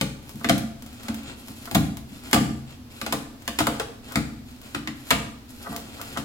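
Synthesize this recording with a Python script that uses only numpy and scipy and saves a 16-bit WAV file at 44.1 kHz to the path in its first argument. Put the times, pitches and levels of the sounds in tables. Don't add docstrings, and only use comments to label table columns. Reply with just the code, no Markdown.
import sys
import numpy as np
from scipy import signal
from scipy.fft import rfft, irfft
from scipy.io import wavfile

SR = 44100
rng = np.random.default_rng(int(sys.argv[2]) if len(sys.argv) > 2 else 0)


def transcribe(signal):
    frames = np.atleast_2d(signal).T
    limited = np.clip(frames, -1, 1)
    pcm = np.round(limited * 32767).astype(np.int16)
    wavfile.write(sys.argv[1], SR, pcm)


N = 275184
TIME = np.arange(N) / SR

# (frequency [Hz], relative level [dB], t60 [s])
FRAME_MODES = [(33.7, -39, 0.46), (60.6, -14.5, 0.97), (75.6, -13, 0.56), (104.4, -7.5, 0.5),
               (133.3, -9.5, 0.7), (154.9, -7, 0.46), (196.9, -2.5, 0.28), (221.96, -0.5, 0.34),
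               (250.2, -5, 0.23), (277.7, -7.5, 0.5), (308, -5.5, 0.33)]
# (frequency [Hz], relative level [dB], t60 [s])
POST_MODES = [(362, -10, 0.023), (447, -5.5, 0.071), (535.6, -2, 0.057), (603, -8, 0.04),
              (688.3, -3.5, 0.087), (813, -1, 0.04), (1064, 2.5, 0.014), (1182.3, 3.5, 0.036),
              (1402, 7, 0.014), (1740, -3, 0.012), (1905, -3.5, 0.034)]
# (start [s], end [s], relative rustle [dB], relative hiss [dB])
CLAW_PULLS = [(0.215, 0.50, -51.5, -51), (0.776, 1.17, -49.5, -55.5), (1.17, 1.30, -44.5, -69),
              (1.356, 1.76, -48.5, -48), (2.075, 2.33, -48.5, -51.5), (2.658, 2.718, -51.5, -68),
              (2.893, 3.14, -46.5, -50), (3.387, 3.79, -51, -57), (4.028, 4.184, -43, -50.5),
              (4.444, 4.77, -50.5, -55.5), (4.948, 5.12, -49.5, -50), (5.476, 5.782, -48, -48),
              (5.80, 6.193, -43.5, -50)]


def from_db(db):
    return 10 ** (np.asarray(db) / 20)


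def rms_one(x):
    return x / np.sqrt(np.mean(x ** 2) + 1e-20)


def at_hz(points, hz):
    point_hz, value = np.transpose(points)
    return np.interp(np.log(np.maximum(hz, 1)), np.log(point_hz), value)


def convolve(x, response):
    return signal.fftconvolve(np.atleast_2d(x), np.atleast_2d(response), axes=-1)[:, :N]


def colour(x, points, size=4096):
    gain = from_db(at_hz(points, np.fft.rfftfreq(size, 1 / SR)))
    cepstrum = irfft(np.log(gain))
    cepstrum[1:size // 2] *= 2
    cepstrum[size // 2 + 1:] = 0
    response = irfft(np.exp(rfft(cepstrum)))
    return convolve(x, response / np.linalg.norm(response))


def ring(force, modes, emphasis_db=0):
    out = np.zeros(len(force))
    emphasis_db = emphasis_db + np.zeros(len(modes))
    for k, ((hz, db, t60_s), more_db) in enumerate(zip(modes, emphasis_db)):
        radius = from_db(-60 / (t60_s * SR))
        angle = 2 * np.pi * hz / SR
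        zeros = [1, -radius * np.cos(angle)]
        poles = [1, -2 * radius * np.cos(angle), radius * radius]
        out += (-1) ** k * from_db(db + more_db) * signal.lfilter(zeros, poles, force + 1e-18)
    return out


def grip(modes, centre_hz, focus_db, octaves, chance_db):
    away = np.log2(np.array(modes)[:, 0] / centre_hz) / octaves
    return focus_db * (np.exp(-away ** 2) - 1) + chance_db * rng.standard_normal(len(modes))


def soften(force, cut_hz):
    return signal.sosfilt(signal.butter(2, cut_hz, fs=SR, output="sos"), force)


def add(track, s, piece):
    i = max(int(round(s * SR)), 0)
    track[i:i + len(piece)] += piece[:N - i]


def grains(per_s, spread_db, size):
    strength = from_db(spread_db * np.minimum(rng.exponential(1, size), 4))
    return (rng.random(size) < per_s / SR) * strength * rng.choice([-1, 1], size)


def tear(tear_s, per_s, first_db, size=4096, evenness=0.55):
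    rattle = grains(per_s, spread_db=4.5, size=size) * np.exp(-TIME[:size] / tear_s)
    rattle /= np.linalg.norm(rattle) + 1e-9
    rattle[0] = from_db(first_db)
    spectrum = rfft(rattle, 2 * size)
    rattle = irfft(spectrum / (abs(spectrum) + 1e-6) ** evenness)[:size]
    return rattle / np.linalg.norm(rattle)


def tension(start_s, end_s):
    grip_s, swell_db, let_go_s = 0.017, 6.5, 0.054
    gripped = np.clip((TIME - start_s) / grip_s, 0, 1)
    released = np.clip(1 - (TIME - end_s) / let_go_s, 0, 1)
    return gripped * released * from_db(np.interp(TIME, [start_s, end_s], [-swell_db, 0]))


def diffuse_noise():
    # (frequency [Hz], side minus mid [dB])
    side_width = [(60, -13), (200, -13.5), (380, -9), (700, -2.5), (1300, 0), (16000, 0.5)]
    mid, side = rfft(rng.standard_normal((2, N)))
    width = from_db(at_hz(side_width, np.fft.rfftfreq(N, 1 / SR)))
    return irfft((mid + width * side * [[1], [-1]]) / np.sqrt(1 + width ** 2), N)


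def air():
    # (frequency [Hz], relative density [dB])
    air_spectrum = [(15, -38), (25, 6), (40, -15), (65, -1), (120, -2), (170, -19), (245, 3.5),
                    (310, -10.5), (400, -17.5), (700, -19.5), (1800, -25.5), (4500, -26.5), (7400, -33),
                    (9800, -36), (11600, -31.5), (16000, -35.5)]
    air_rms_db = -45
    return from_db(air_rms_db) * rms_one(colour(diffuse_noise(), air_spectrum))


def snaps(rows):
    # (frequency [Hz], relative density [dB])
    crack_spectrum = [(300, -30.5), (900, 0), (2000, 8.5), (3200, 6), (4800, 1), (6000, -4), (7300, -1),
                      (9800, -6), (11500, -6), (13500, -14.5), (16000, -9.5)]
    # (time [s], level against knock [dB])
    twang_levels = [(0.4, 1), (2.4, -1), (3.6, 1.5), (4.2, 6), (5.1, 11.5)]
    coil_hz, knock_hz = 1238, 1260
    lead_db, lead_in_s = -24.5, 0.011
    fray_db, fray_s = -16, 0.053
    crack, body = np.zeros((2, N))
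    octave = np.log2(np.maximum(np.fft.rfftfreq(4096, 1 / SR), 1000) / 6000)
    spring = soften(signal.unit_impulse(SR), cut_hz=540)
    for s, crack_db, knock_db, thud_db, tear_s, thud_hz, tilt_db in rows:
        rip = tear(tear_s, per_s=4000, first_db=-4)
        tilted = irfft(rfft(rip) * from_db(tilt_db * octave))
        add(crack, s, from_db(crack_db) * tilted[:len(rip) // 2])
        lead_in = tear(lead_in_s, per_s=2500, first_db=-37)[:int(s * SR)][::-1]
        add(crack, s - len(lead_in) / SR, from_db(crack_db + lead_db) * lead_in)
        fray = tear(fray_s, per_s=900, first_db=-34, size=8192)
        add(crack, s, from_db(crack_db + fray_db) * fray)

        pull = soften(tear(tear_s, per_s=2700, first_db=-1), cut_hz=1300)
        post_grip = grip(POST_MODES, knock_hz, focus_db=1.5, octaves=0.35, chance_db=3.0)
        post = ring(pull, POST_MODES, post_grip)
        twang_db = np.interp(s, *np.transpose(twang_levels))
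        coil = ring(pull, [(coil_hz, twang_db, .018)])
        add(body, s, from_db(knock_db - 4.0) * (post + coil))

        recoil = ring(spring, [(thud_hz, 2, .05)])
        frame_grip = grip(FRAME_MODES, thud_hz, focus_db=4.5, octaves=0.35, chance_db=2.5)
        frame = ring(spring, FRAME_MODES, frame_grip)
        add(body, s, from_db(thud_db - 7) * (recoil + frame))
    return from_db(19.5) * colour(crack, crack_spectrum) + body


def stick_slip():
    slips_per_s, slip_db = 35.0, 2.5
    steps = rng.standard_normal(1000)
    return from_db(slip_db * np.interp(TIME * slips_per_s, np.arange(len(steps)), steps))


def drag():
    # (frequency [Hz], relative density [dB])
    rustle_spectrum = [(400, 4), (1000, -3.5), (1800, -2.5), (2800, 3.5), (4400, -1.5), (6000, -9.5),
                       (7400, -3.5), (9800, -10), (11500, -28), (16000, -18)]
    # (frequency [Hz], relative density [dB])
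    hiss_spectrum = [(1000, -43), (4000, 0), (7400, -4), (9800, 0.5), (11500, 2), (13500, -6.5),
                     (16000, -7)]
    post_rub_db = -7.5
    rustle, hiss = np.zeros((2, N))
    for start_s, end_s, rustle_db, hiss_db in CLAW_PULLS:
        load = tension(start_s, end_s)
        rustle += from_db(rustle_db) * load
        hiss += from_db(hiss_db) * load
    fibres = rms_one(colour(grains(2500, spread_db=4.0, size=N), rustle_spectrum))
    fluff = rms_one(colour(grains(1500, spread_db=4.0, size=N), hiss_spectrum))
    rub = rms_one(ring(grains(900, spread_db=4.0, size=N), POST_MODES))
    shaking = soften(grains(400, spread_db=2.0, size=N), cut_hz=580)
    shake = rms_one(ring(shaking, FRAME_MODES))
    pulled = rustle * (fibres + from_db(post_rub_db) * rub + shake)
    return from_db(-5.5) * stick_slip() * (pulled + hiss * fluff)


def ticks():
    # (time [s], relative level [dB])
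    thick = [(0.293, -32.5), (0.5803, -23), (0.8228, -34.5), (0.8624, -36.5), (1.0323, -34.5),
             (1.1438, -29.5), (1.483, -32), (1.6557, -30.5), (1.7476, -13.5), (1.9703, -29), (2.312, -26.5),
             (4.121, -30.5), (5.7628, -23), (6.014, -25.5)]
    # (frequency [Hz], relative density [dB])
    fibre_spectrum = [(400, 1.5), (1500, 5), (4000, 1.5), (8000, 0), (12000, 0.5), (16000, 2)]
    thin_per_s, thin_db, thin_spread_db = 22.0, -44, 3
    force = np.zeros(N)
    load = sum(tension(start_s, end_s) for start_s, end_s, *_ in CLAW_PULLS)
    thin_times = TIME[rng.random(N) < load * thin_per_s / SR]
    thin = [(s, thin_db + thin_spread_db * rng.standard_normal()) for s in thin_times]
    for s, db in thick + thin:
        add(force, s, from_db(db) * tear(0.0013, per_s=5400, first_db=8.0))
    return from_db(13.0) * colour(force, fibre_spectrum)


def pats():
    # (time [s], relative level [dB], centre [Hz])
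    landings = [(0.344, -21.5, 139), (0.82, -33.5, 256), (1.488, -28.5, 245), (2.109, -32.5, 191),
                (3.36, -39, 244), (5.69, -20.5, 222)]
    out = np.zeros(N)
    push = soften(signal.unit_impulse(SR), cut_hz=355)
    for s, db, hz in landings + rocking(count=3):
        bump = ring(push, [(hz, 2, .08)])
        frame_grip = grip(FRAME_MODES, hz, focus_db=5, octaves=0.5, chance_db=2.5)
        frame = ring(push, FRAME_MODES, frame_grip)
        add(out, s, from_db(db - 15.5) * (bump + frame))
    return out


def rasps():
    # (time [s], length [s], relative level [dB], centre [Hz])
    strokes = [(.407, 0.005, -37, 1600), (1.019, 0.15, -50, 1400), (1.671, 0.0074, -33.5, 1650),
               (3.799, 0.013, -31, 1050), (4.084, 0.063, -45, 1500), (5.638, 0.048, -38.5, 1240),
               (5.664, 0.14, -43.5, 740), (5.976, 0.053, -43, 1210), (6.149, 0.035, -35, 1200)]
    out = np.zeros(N)
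    for s, length_s, db, hz in strokes:
        stroke = np.sqrt(np.hanning(max(int(length_s * SR), 16)))
        force = stroke * rms_one(grains(2000, spread_db=7.5, size=len(stroke)))
        force = soften(np.pad(force, (0, SR // 10)), cut_hz=3600)
        post_grip = grip(POST_MODES, hz, focus_db=4, octaves=0.87, chance_db=0.5)
        add(out, s, from_db(db - 28.5) * ring(force, POST_MODES, post_grip))
    return out


def rocking(count):
    # (first bump [s], relative level [dB], centre [Hz])
    rocks = [(0.516, -16, 267), (1.789, -11, 205), (2.404, -10, 200), (4.2, -24.5, 253),
             (5.139, -16.5, 185)]
    spacing_s, loss_db, pitch_ratio = .056, 5, 0.865
    return [(s + k * spacing_s, db - k * loss_db, hz * pitch_ratio ** k)
            for s, db, hz in rocks for k in range(count)]


def room(x, wet_db, early_db, early_s, onset_s):
    # (frequency [Hz], t60 [s])
    band_t60 = [(60, 1.5), (160, 0.55), (420, 0.65), (1100, 0.54), (3000, 0.51), (8000, 0.57),
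                (16000, 0.36)]
    # (frequency [Hz], relative level [dB])
    band_wet = [(60, -9.5), (250, -2), (700, 0), (2000, -2.5), (6000, -2), (16000, -4)]
    # (delay [s], gain [dB], lead of the left side [s])
    near_paths = [(.0006, 4, .00016), (.0017, -5, -.00025), (.0038, -8, .00015), (.0053, -10.5, .0003)]
    t, hz = TIME[:SR], np.fft.rfftfreq(SR, 1 / SR)
    spectra = []
    for side in (-1, 1):
        spectra.append(sum(from_db(db) * np.exp(-2j * np.pi * hz * (delay_s + max(side * lead_s, 0)))
                           for delay_s, db, lead_s in near_paths))
    near = irfft(spectra, SR)
    near[:, SR // 2:] = 0

    noise, tail = rfft(diffuse_noise()[:, :SR]), 0
    centres_hz = np.geomspace(60, 16000, 12)
    for centre_hz, own in zip(centres_hz, np.eye(len(centres_hz))):
        band = irfft(noise * at_hz(np.c_[centres_hz, own], hz), SR)
        late = np.exp(-np.log(1000) * t / at_hz(band_t60, centre_hz))
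        scatter = from_db(early_db) * np.exp(-t / early_s)
        decay = (late + scatter) * (1 - np.exp(-t / onset_s))
        tail = tail + band * decay / np.linalg.norm(decay) * from_db(at_hz(band_wet, centre_hz))
    return convolve(x, near + from_db(wet_db) * tail)


def scene():
    # (time [s], relative crack [dB], relative knock [dB], relative thud [dB],
    # tear time constant [s], thud centre [Hz], crack tilt [dB/octave])
    releases = [(0.0111, -19.5, -24, -20.5, 0.0011, 224, 1), (0.4441, -26.5, -29, -24.5, 0.002, 262, -4),
                (0.4876, -22.5, -45, -19.5, .0021, 250, 0), (0.4945, -15.5, -17.5, -17, 0.0011, 266, 1),
                (1.0827, -29.5, -35, -26, 0.0024, 250, 0.5), (1.712, -34, -37, -28.5, .0013, 270, 10.5),
                (1.7508, -18, -17.5, -14, 0.0019, 182, 2.5), (2.3302, -12, -21, -16, 0.0021, 277, 2.5),
                (2.3439, -23.5, -21.5, -37, 0.0022, 213, 10), (2.3604, -32, -23, -18, 0.0063, 234, -3),
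                (3.014, -27.5, -33, -32, 0.0017, 237, 2), (3.0629, -27, -28, -30.5, 0.0017, 295, 1),
                (3.124, -21, -19, -25, 0.0028, 246, 4), (3.4772, -22.5, -28, -32, 0.0013, 247, 2.5),
                (3.5875, -17, -22, -23, 0.0065, 306, 2), (3.6036, -25, -21.5, -21, .002, 300, 5.5),
                (3.6686, -20.5, -22.5, -25.5, 0.0015, 305, 4), (3.7976, -24.5, -27, -40, 0.0018, 283, 1),
                (4.1566, -21, -24.5, -18.5, 0.00091, 246, 0), (4.1718, -38, -31.5, -27.5, 0.0016, 233, 8),
                (4.7468, -27, -32.5, -26, 0.0022, 314, -1), (4.8736, -30, -39, -30.5, 0.0022, 278, -2.5),
                (5.1055, -14.5, -23, -40, 0.0016, 300, 3), (5.1098, -17.5, -18.5, -20, 0.0034, 220, -3.5),
                (6.1727, -28, -43, -26.5, 0.0085, 246, 2)]
    first, second, third = [snaps(releases[k::3]) for k in range(3)]
    spots = [first + ticks(), second + pats() + rasps(), third + drag()]
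    cat = sum(room(x, wet_db=7.0, early_db=5.5, early_s=0.011, onset_s=0.00087) for x in spots)
    return cat * from_db([[.5], [-.5]]) + air()


def record(dry):
    cutoff_hz = 16100
    low_pass = signal.ellip(10, .2, 70, cutoff_hz, fs=SR, output="sos")
    return signal.sosfilt(low_pass, np.clip(dry, -1, 1))


dry = scene()
out = record(dry)
transcribe(out)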